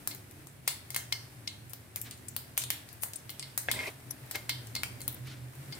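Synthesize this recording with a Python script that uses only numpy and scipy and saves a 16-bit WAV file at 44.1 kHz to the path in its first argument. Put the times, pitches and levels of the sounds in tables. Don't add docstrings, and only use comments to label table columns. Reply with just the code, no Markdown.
import sys
import numpy as np
from scipy import signal
from scipy.fft import rfft, irfft
from scipy.io import wavfile
from scipy.ndimage import uniform_filter1d

SR = 44100
rng = np.random.default_rng(int(sys.argv[2]) if len(sys.argv) > 2 else 0)


def makeup_ratio(level_db):
    decades = np.asarray(level_db, float) / 20
    return 10 ** decades


def inscribe(sig):
    pcm = np.round(np.clip(np.atleast_2d(sig).T, -1, 1) * 32767)
    wavfile.write(sys.argv[1], SR, pcm.astype(np.int16))


N = 255339
SECONDS = np.arange(N) / SR

BURST_EDGES_HZ = [1500, 2600, 5600, 10500, 15700]


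def level(x, db):
    return x * makeup_ratio(db) / np.sqrt(np.mean(x ** 2))


def unit_energy(response):
    return response / np.sqrt(np.mean(np.sum(response ** 2, axis=-1)))


def curve(table):
    s, *columns = np.transpose(table)
    return [np.interp(SECONDS, s, column) for column in columns]


def band(x, lo_hz, hi_hz):
    sos = signal.butter(2, [lo_hz, min(hi_hz, 20000)], "bandpass", fs=SR, output="sos")
    return signal.sosfilt(sos, x)


def band_both_ways(x, lo_hz, hi_hz):
    backwards = band(x, lo_hz, hi_hz)[:, ::-1]
    return band(backwards, lo_hz, hi_hz)[:, ::-1]


def top_cut(x):
    return signal.sosfilt(signal.ellip(10, .2, 80, 15850, fs=SR, output="sos"), x)


def convolve(x, response):
    return signal.fftconvolve(x, response, axes=-1)[..., :N]


def decay(t60, length_s):
    return np.exp(-np.log(1000) * np.arange(int(length_s * SR)) / SR / t60)


def room_tail(shape, t60, build_s):
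    noise = rng.standard_normal((*shape, SR // 2))
    build_up = np.minimum(np.arange(SR // 2) / SR / build_s, 1)
    return noise * decay(t60, .5) * build_up


def ring(modes):
    t = np.arange(SR // 2) / SR
    out = 0
    for hz, db, t60 in modes:
        phase_turns = 0.3 * rng.random((2, 1)) + np.array([[0], [.15]])
        tone = np.sin(2 * np.pi * (hz * t + phase_turns))
        out = out + makeup_ratio(db) * decay(min(t60, .4), .5) * tone
    return unit_energy(out)


def walk(rate):
    hold = int(SR / rate)
    steps = np.repeat(rng.standard_normal(N // hold + 1), hold)
    return 1.4 * uniform_filter1d(uniform_filter1d(steps, hold), hold)[:N]


def swell(middle_s, length_s):
    return np.exp(-(2 * (SECONDS - middle_s) / length_s) ** 2)


def coloured(spectrum):
    # pitch_hz, correlation (0-1)
    likeness = [(30, 1), (120, 0.88), (300, 0.71), (1000, 0.08), (16000, 0)]
    log_hz = np.log(np.arange(1, N // 2 + 2) * SR / N)

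    def across_pitch(table):
        hz, value = np.transpose(table)
        return np.interp(log_hz, np.log(hz), value)

    like = np.clip(across_pitch(likeness), 0, 1)
    mid, side = rfft(rng.standard_normal((2, N))) * makeup_ratio(across_pitch(spectrum))
    mid = mid * np.sqrt(1 + like)
    side = side * np.sqrt(1 - like)
    return irfft(np.array([mid + side, mid - side]), N)


def murmur():
    # middle_s, length_s, pitch_hz, level_db
    duct_tones = [(.1, 0.2, 290, -60), (0.394, .3, 295, -62), (.4, .3, 325, -65), (.15, .3, 370, -63),
                  (1.024, .12, 270, -61), (1.174, .2, 250, -63.5), (1.45, 0.37, 295, -64),
                  (1.5, 0.35, 208, -64), (2.1, 0.38, 300, -63), (2.2, 0.69, 245, -62),
                  (2.743, 0.21, 290, -62), (3.094, 0.17, 300, -66), (3.74, 0.14, 250, -55),
                  (4.1, .25, 290, -59), (4.505, .15, 290, -54.5), (4.78, 0.16, 250, -57),
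                  (5.2, .5, 297, -58.5), (5.73, 0.12, 250, -58), (3.75, .15, 78, -53), (5.1, 1, 80, -57)]
    wander_hz = 6
    drift = wander_hz * np.cumsum(walk(15)) / SR
    flutter = makeup_ratio(2.9 * walk(20))
    out = 0
    for s, length_s, hz, db in duct_tones:
        tone = np.sin(2 * np.pi * (hz * SECONDS + drift))
        out = out + makeup_ratio(db) * swell(s, length_s) * tone
    return out * flutter * makeup_ratio(np.array([[1.5], [-1.5]]))


def fan():
    # middle_s, level_db, length_s
    throbs = [(0.12, -61, 0.13), (0.565, -61, 0.33), (1, -52.5, 0.19), (1.203, -51.5, 0.13),
              (1.386, -48.5, 0.045), (1.632, -52, 0.37), (2.05, -51.5, 0.17), (2.32, -52, 0.086),
              (2.658, -43.5, 0.062), (3.024, -66, 0.32), (3.273, -51, .04), (3.43, -51, 0.15),
              (3.71, -54, 0.17), (3.925, -52, 0.11), (4.084, -46, 0.078), (4.246, -48.5, 0.051),
              (4.363, -57, 0.058), (4.57, -46.5, 0.19), (4.783, -44.5, 0.18), (4.963, -42.5, 0.071),
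              (5.096, -42.5, 0.064), (5.265, -41.5, 0.15), (5.436, -41, 0.16), (5.604, -41.5, 0.047),
              (5.705, -40, 0.062)]
    # time_s, pitch_hz
    hum_pitch = [(0, 128), (1.25, 125), (1.5, 111), (2.1, 113.3), (2.4, 123.6), (4.4, 121.1), (5.79, 123.2)]
    steady_db, wander_hz = -62.5, 6
    size = makeup_ratio(steady_db) + sum(makeup_ratio(db) * swell(s, length_s) for s, db, length_s in throbs)
    turns = np.cumsum(curve(hum_pitch)[0] + wander_hz * walk(12)) / SR
    flutter = makeup_ratio(1.0 + 1.95 * walk(25.17))
    sway = makeup_ratio(np.array([[1], [-1]]) * 1.13 * walk(9.1))
    return np.sin(2 * np.pi * turns) * size * flutter * sway


def kitchen():
    # time_s, draught_db, sizzle_db
    air = [(0.0, -63, -56.5), (0.61, -66, -62), (1.0, -66, -57), (1.79, -67, -61), (2.11, -62.5, -59),
           (3.03, -67, -58.5), (3.05, -64.5, -58), (3.66, -66.5, -57.5), (3.76, -52, -55),
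           (3.87, -68, -46.5), (3.95, -65.5, -56.5), (5.01, -56.5, -56.5), (5.51, -63.5, -58.5),
           (5.79, -56, -52)]
    # pitch_hz, density_db (dB per Hz)
    rumble_spectrum = [(12, -22), (20, -9), (43, -15), (96, -1.5), (123, -3), (140, -1), (182, -7.5),
                       (279, -6.5), (387, -9.5), (456, -14), (592, -16.5), (1000, -34), (1300, -74),
                       (2200, -120)]
    # pitch_hz, density_db (dB per Hz)
    hiss_spectrum = [(290, -17), (500, -11.5), (596, -3), (1200, -7), (1700, -4.5), (2160, -5.5),
                     (2940, -10.5), (6660, -15), (8300, -12.5), (15100, -12.5), (15800, -22), (16500, -53)]
    rumble_db, follow_share = -58, 0.58
    draught_db, hiss_db = curve(air)
    rumble = level(coloured(rumble_spectrum), 0)
    deep = signal.sosfilt(signal.butter(4, 110, fs=SR, output="sos"), rumble)
    upper_db = rumble_db + follow_share * (draught_db - draught_db.mean())
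    hiss = level(coloured(hiss_spectrum), 2.7) * makeup_ratio(.5 * walk(19) + .5 * walk(400))
    draught = makeup_ratio(draught_db - 6.0) * deep + makeup_ratio(upper_db + 2.5) * (rumble - deep)
    return fan() + draught + makeup_ratio(hiss_db) * hiss


def steam():
    # loudest_s, fade_s, level_db, centre_hz, width_hz
    jets = [(.113, 0.017, -43.5, 4020, 3600), (0.691, 0.029, -40, 4200, 5000),
            (1.1262, .003, -23, 4200, 3200), (1.4772, 0.004, -30, 4950, 2380),
            (4.7535, .003, -31, 5200, 1800), (2.592, .02, -41, 4500, 4400),
            (5.0797, .0012, -24, 12500, 5000), (4.1095, 0.005, -31, 11000, 1600),
            (4.5, 0.007, -33, 4050, 4020), (2.286, 0.004, -36, 8230, 2700), (1.705, .012, -50, 11000, 8000),
            (3.16, .005, -35, 9200, 2400), (2.62, 0.012, -38.5, 5840, 6000),
            (3.03, 0.021, -35, 11800, 6000), (3.487, .001, -50, 14000, 3000),
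            (4.1095, 0.005, -35, 5800, 800), (4.2, 0.0031, -54, 11900, 1500),
            (4.262, .003, -49, 13500, 3000), (5.127, .003, -38, 12500, 2400),
            (5.145, .004, -37.5, 12700, 3600), (5.271, .004, -47, 11800, 3000),
            (5.728, 0.013, -40, 4630, 530), (5.752, 0.0043, -46.5, 8000, 2000)]
    swell_share = 0.36
    out = np.zeros((2, N))
    noise = rng.standard_normal((2, N)) * makeup_ratio(np.array([[3.0], [-3.0]]))
    for s, fade_s, db, hz, width in jets:
        near = slice(max(int(s * SR) - SR // 8, 0), int(s * SR) + SR // 4)
        t = SECONDS[near]
        shape = np.exp(-np.abs(t - s) / np.where(t < s, swell_share * fade_s, fade_s))
        jet = level(band(noise[:, near], hz - width / 2, hz + width / 2), 0)
        out[:, near] += makeup_ratio(db) * shape * jet
    return top_cut(out)


def spatula():
    # start_s, hold_s, rub_db, squeak_db, rasp_db
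    strokes = [(1.962, 0.013, -62.5, -46, -57), (2.045, .08, -63, -62, -53.5), (3.69, 0.012, -46, -29, -45),
               (3.735, 0.1, -48, -46, -55.5), (3.763, 0.0071, -72, -39, -59),
               (3.791, 0.0054, -70, -27.5, -57), (3.799, .004, -60, -37, -57), (3.833, .012, -67, -31, -67),
               (3.858, .007, -65, -30.5, -64), (3.87, 0.013, -49, -37, -54), (4.351, 0.0084, -42, -40, -38),
               (5.156, .015, -60, -61, -61.5), (5.25, 0.13, -66, -70, -55.5)]
    # pitch_hz, half_width_hz, level_db
    wood_bands = [(588, 60, 8), (878, 127, 9), (1690, 105, -2.5), (440, 210, 9)]
    # start_s, level_db
    knock_times = [
        (3.686, -17.5),
        (4.352, -34.5),
        (3.738, -33),
        (3.808, -34),
    ]
    # pitch_hz, level_db, t60_s
    knock_modes = [(560, -6, .025), (690, 0, .025), (1650, 2, .03), (1810, 2, .025), (2130, -2, .05),
                   (2600, -4, .025), (3350, -3, .03)]
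    # time_s, pitch_hz
    squeak_pitch = [(0, 2130), (3.76, 2100), (3.8, 2130), (3.86, 2220), (3.92, 2190), (4.3, 2130)]
    press_db_per_s, lift_db_per_s = 2000, 341
    wander_hz, squeak_fade = 70, 2.2

    grit = rng.standard_normal((2, N)) * makeup_ratio(0.56 * walk(300) + 3.5 * walk(60))
    grit[1] = 0.66 * grit[0] + 0.79 * grit[1]
    wood = sum(makeup_ratio(db) * band(grit, hz - width, hz + width) for hz, width, db in wood_bands)
    wood = level(wood, 0)
    turns = np.cumsum(curve(squeak_pitch)[0] + wander_hz * walk(150)) / SR
    tone = np.sin(2 * np.pi * (turns + np.array([[0], [.2]]))) * makeup_ratio(3.5 * walk(200))
    squeak = level(tone, 0) + 0.6 * level(band(grit, 1950, 2600), 0)
    rasp = level(band(grit, 1020, 4900), 0)

    out = np.zeros((2, N))
    for s, hold_s, rub_db, squeak_db, rasp_db in strokes:
        press_db = press_db_per_s * (SECONDS - s)
        lift_db = lift_db_per_s * (s + hold_s - SECONDS)
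        touch = makeup_ratio(np.minimum(np.minimum(press_db, lift_db), 0))
        out += touch * makeup_ratio(rub_db + 0.5) * wood
        out += touch ** squeak_fade * makeup_ratio(squeak_db - 10.0) * squeak
        out += touch * makeup_ratio(rasp_db + 1.5) * rasp
    knocks = np.zeros((1, N))
    for s, db in knock_times:
        knocks[0, int(s * SR)] = makeup_ratio(db + 17.0)
    return out + band(convolve(knocks, ring(knock_modes)), 270, 3390)


def slaps():
    # start_s, energy_db
    slap_times = [(0.075, -23.5), (0.4712, -33.5), (0.6782, -15), (0.9054, -35), (0.9462, -27),
                  (0.9636, -20), (1.1249, -22), (1.4763, -34), (1.7348, -32.5), (1.9603, -30.5),
                  (2.3652, -26), (2.5773, -19), (2.6383, -30), (2.7045, -21.5), (3.035, -20), (3.295, -33),
                  (3.3966, -35), (3.5774, -22), (3.7147, -18.5), (4.1087, -31.5), (4.3122, -32),
                  (4.3568, -23), (4.4947, -22), (4.7533, -31), (4.764, -25), (4.8344, -19.5),
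                  (5.0801, -25.5), (5.7273, -36)]
    slap_hz, lean_db = (486, 1640), 5
    room_db, room_t60_s = -3, .4
    lag = 6
    out = np.zeros((2, N))
    s, db = np.transpose(slap_times)
    for side, sign in enumerate((.5, -.5)):
        out[side, (s * SR - sign * lag).astype(int)] = -makeup_ratio(db + sign * lean_db + 15)
    out = band_both_ways(out, *slap_hz)
    room = unit_energy(room_tail((2,), room_t60_s, 0.0059))
    return out + convolve(out, makeup_ratio(room_db) * room)


def steel():
    # pitch_hz, level_db, t60_s
    families = [
        [(2116, -4, .25), (2142, -2, .22), (2130, 3, .07), (2190, -4, .12), (2225, -7, .1), (2570, -6, .08)],
        [(3145, 0, .4), (3163, -3, .3), (3300, -1, .2), (3360, -3, .1)],
        [(4058, -3, .2), (4160, -4, .12), (4290, -2, .16), (4335, -1, .16), (4470, -4, .1), (4640, -5, .1),
         (4780, -4, .1)],
    ]
    # start_s, peak_db, then low_db, middle_db, high_db against the peak
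    strikes = [(0.1116, -35, -28, -20, -10), (0.6769, -22, -30.5, -23, -21), (0.9038, -47, -17, -29, -7),
               (0.9448, -33.5, -22.5, -26.5, -11), (0.9622, -28, -22.5, -13, -11),
               (1.1233, -26, -20.5, -21, -30), (1.4755, -32.5, -24, -31, -17),
               (2.7037, -27.5, -30, -18, -20), (3.2939, -35, -28, -12, -13),
               (3.4266, -33, -27.5, -30, -11.5), (3.7135, -36, -20, -26, -15),
               (3.7913, -30.5, -20, -10, -30), (4.354, -26, -22, -30, -31),
               (4.4932, -24, -22.5, -10.5, -12), (4.7516, -32, -25, -31, -4),
               (4.7626, -25, -26.5, -32, -10), (5.0055, -37, -30, -15, -12),
               (5.7264, -37.5, -25.5, -21, -21)]
    radiation_db = [39, 20, 26]
    s, peak_db, *family_db = np.transpose(strikes)
    out = 0
    for db, modes, ready_db in zip(family_db, families, radiation_db):
        hits = np.zeros((1, N))
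        hits[0, (s * SR).astype(int)] = makeup_ratio(peak_db + db + ready_db)
        out = out + convolve(hits, ring(modes))
    return out


def bursts():
    # start_s, snap_db, spit_db, fizz_db
    pops = [(0.0748, -15.5, -8, -1), (0.678, -4.5, -1, 2), (0.905, -21, -16.5, -17),
            (0.9466, -11, -12, -15), (0.9633, -9.5, -6.5, -2.5), (1.1253, -3, -14, -9),
            (1.4759, -9.5, -38, -36), (1.7344, -22, -22, -17), (1.9603, -14, -13, -7.5),
            (2.0153, -31, -16.5, -10), (2.2842, -30, -19, -22.5), (2.365, -14, -16, -4),
            (2.5776, -8.5, -1, 2), (2.6381, -12.5, -11, -23), (2.704, -7, -5, -1),
            (3.035, -13, -11.5, -3.5), (3.1354, -19.5, -14.5, -23), (3.2947, -16, -25, -24),
            (3.396, -15, -11.5, -26), (3.5775, -12.5, -5, -2), (3.7147, -4, -4.5, -3),
            (4.1092, -28, -31, -24), (4.312, -18.5, -15, -12), (4.3573, -17, -16.5, -12),
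            (4.495, -3.5, -10, -7.5), (4.7534, -13, -14, -17), (4.7647, -12, -18, -26),
            (4.834, -10, -11.5, -12), (5.0794, -15, -17, -2), (5.7251, -16, -25, -33)]
    # start_s, energy_db, pitch_hz
    ticks = [(0.1486, -21, 12000), (0.3115, -27.5, 8800), (0.471, -22, 6600), (1.697, -29, 12000),
             (2.111, -14.5, 6400), (2.1771, -33, 8000), (2.8894, -21, 4740), (2.9294, -24, 15000),
             (3.0226, -18, 11000), (3.1585, -19, 8200), (3.3035, -16, 14000), (3.4273, -15, 4000),
             (3.7922, -14, 2596), (4.6711, -22.5, 6900), (5.006, -23, 10500), (5.0172, -16, 7600),
             (5.5543, -34, 9000), (0.6764, -9, 5000), (0.9635, -12.5, 2000), (2.578, -10, 2200),
             (3.0348, -14, 2000), (4.8344, -2.5, 1900), (2.5705, -18, 4000), (2.6195, -14, 5000),
             (3.087, -30, 11000), (1.1249, -8, 4000), (1.476, -14, 5140), (4.7527, -17, 5400)]
    thud_db = -7
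    fall_db_per_octave = 10
    lean_db, lean_per_db = 6, 0.3335
    s, snap_db, spit_db, fizz_db = np.transpose(pops)
    large = np.array([(snap_db + fizz_db) / 2 + thud_db, snap_db, spit_db, fizz_db])
    tick_s, db, hz = np.transpose(ticks)
    middle_hz = np.sqrt(np.multiply(BURST_EDGES_HZ[:-1], BURST_EDGES_HZ[1:]))[:, None]
    small = db - fall_db_per_octave * np.abs(np.log2(middle_hz / hz))
    part_db = np.hstack([large, small])
    return np.append(s, tick_s), part_db, lean_db - lean_per_db * part_db.max(axis=0)


def seeds():
    # room_t60_s, room_db, lean_share (of the left-right lean)
    parts = [
        (0.41, 3, 0.24),
        (0.4, 6, 0.019),
        (0.31, 5, 0.28),
        (0.28, -0.5, 1.66),
    ]
    # delay_s, level_db
    bowl_echoes = [(.0008, -16.5), (.0021, -23), (.0037, -17)]
    spots = 3
    s, part_db, lean_db = bursts()
    place = (s * SR).astype(int)[:, None] + np.arange(-16, 112)
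    burst = rng.standard_normal((len(s), 2, 128)) * np.exp(-np.arange(128) / SR / 0.00051)
    burst = irfft(np.exp(1j * np.angle(rfft(burst))), 128)
    latest = np.searchsorted(np.sort(s) - .004, SECONDS)
    at_spot = latest % spots == np.arange(spots)[:, None, None]
    out = np.zeros((2, N))
    for db, lo_hz, hi_hz, (t60, room_db, lean) in zip(part_db, BURST_EDGES_HZ, BURST_EDGES_HZ[1:], parts):
        crack = np.zeros((2, N))
        for side, sign in enumerate((.5, -.5)):
            size = makeup_ratio(db + sign * lean * lean_db - 4.5) * np.sqrt(SR / 2 / (hi_hz - lo_hz))
            np.add.at(crack[side], place, burst[:, side] * size[:, None])
        crack = band_both_ways(crack, lo_hz, hi_hz)
        bowl = crack.copy()
        for echo_s, echo_db in bowl_echoes:
            bowl += makeup_ratio(echo_db) * np.roll(crack, int(echo_s * SR), axis=1)
        room = room_tail((spots, 2), t60, 0.0017)
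        room *= 1 + 1.52 * decay(0.033, .5)
        reflected = convolve(crack.mean(axis=0) * at_spot, makeup_ratio(room_db) * unit_energy(room))
        out += bowl + top_cut(reflected.sum(axis=0))
    out[1] = np.roll(out[1], 3)
    return out


def scene():
    background = murmur() + top_cut(kitchen())
    return background + steam() + spatula() + slaps() + steel() + seeds()


def roll_off(x):
    return signal.sosfilt(signal.butter(12, 16970, fs=SR, output="sos"), x)


def record(dry):
    lift = makeup_ratio(-6.0) * band(dry[0], 7500, 10730)
    ports = dry + np.array([lift, 0 * lift])
    rounded = np.tanh(1.603 * ports) / 1.597
    top = signal.ellip(8, .2, 70, 16900, fs=SR, output="sos")
    return roll_off(signal.sosfilt(top, rounded))


dry = scene()
out = record(dry)
inscribe(out)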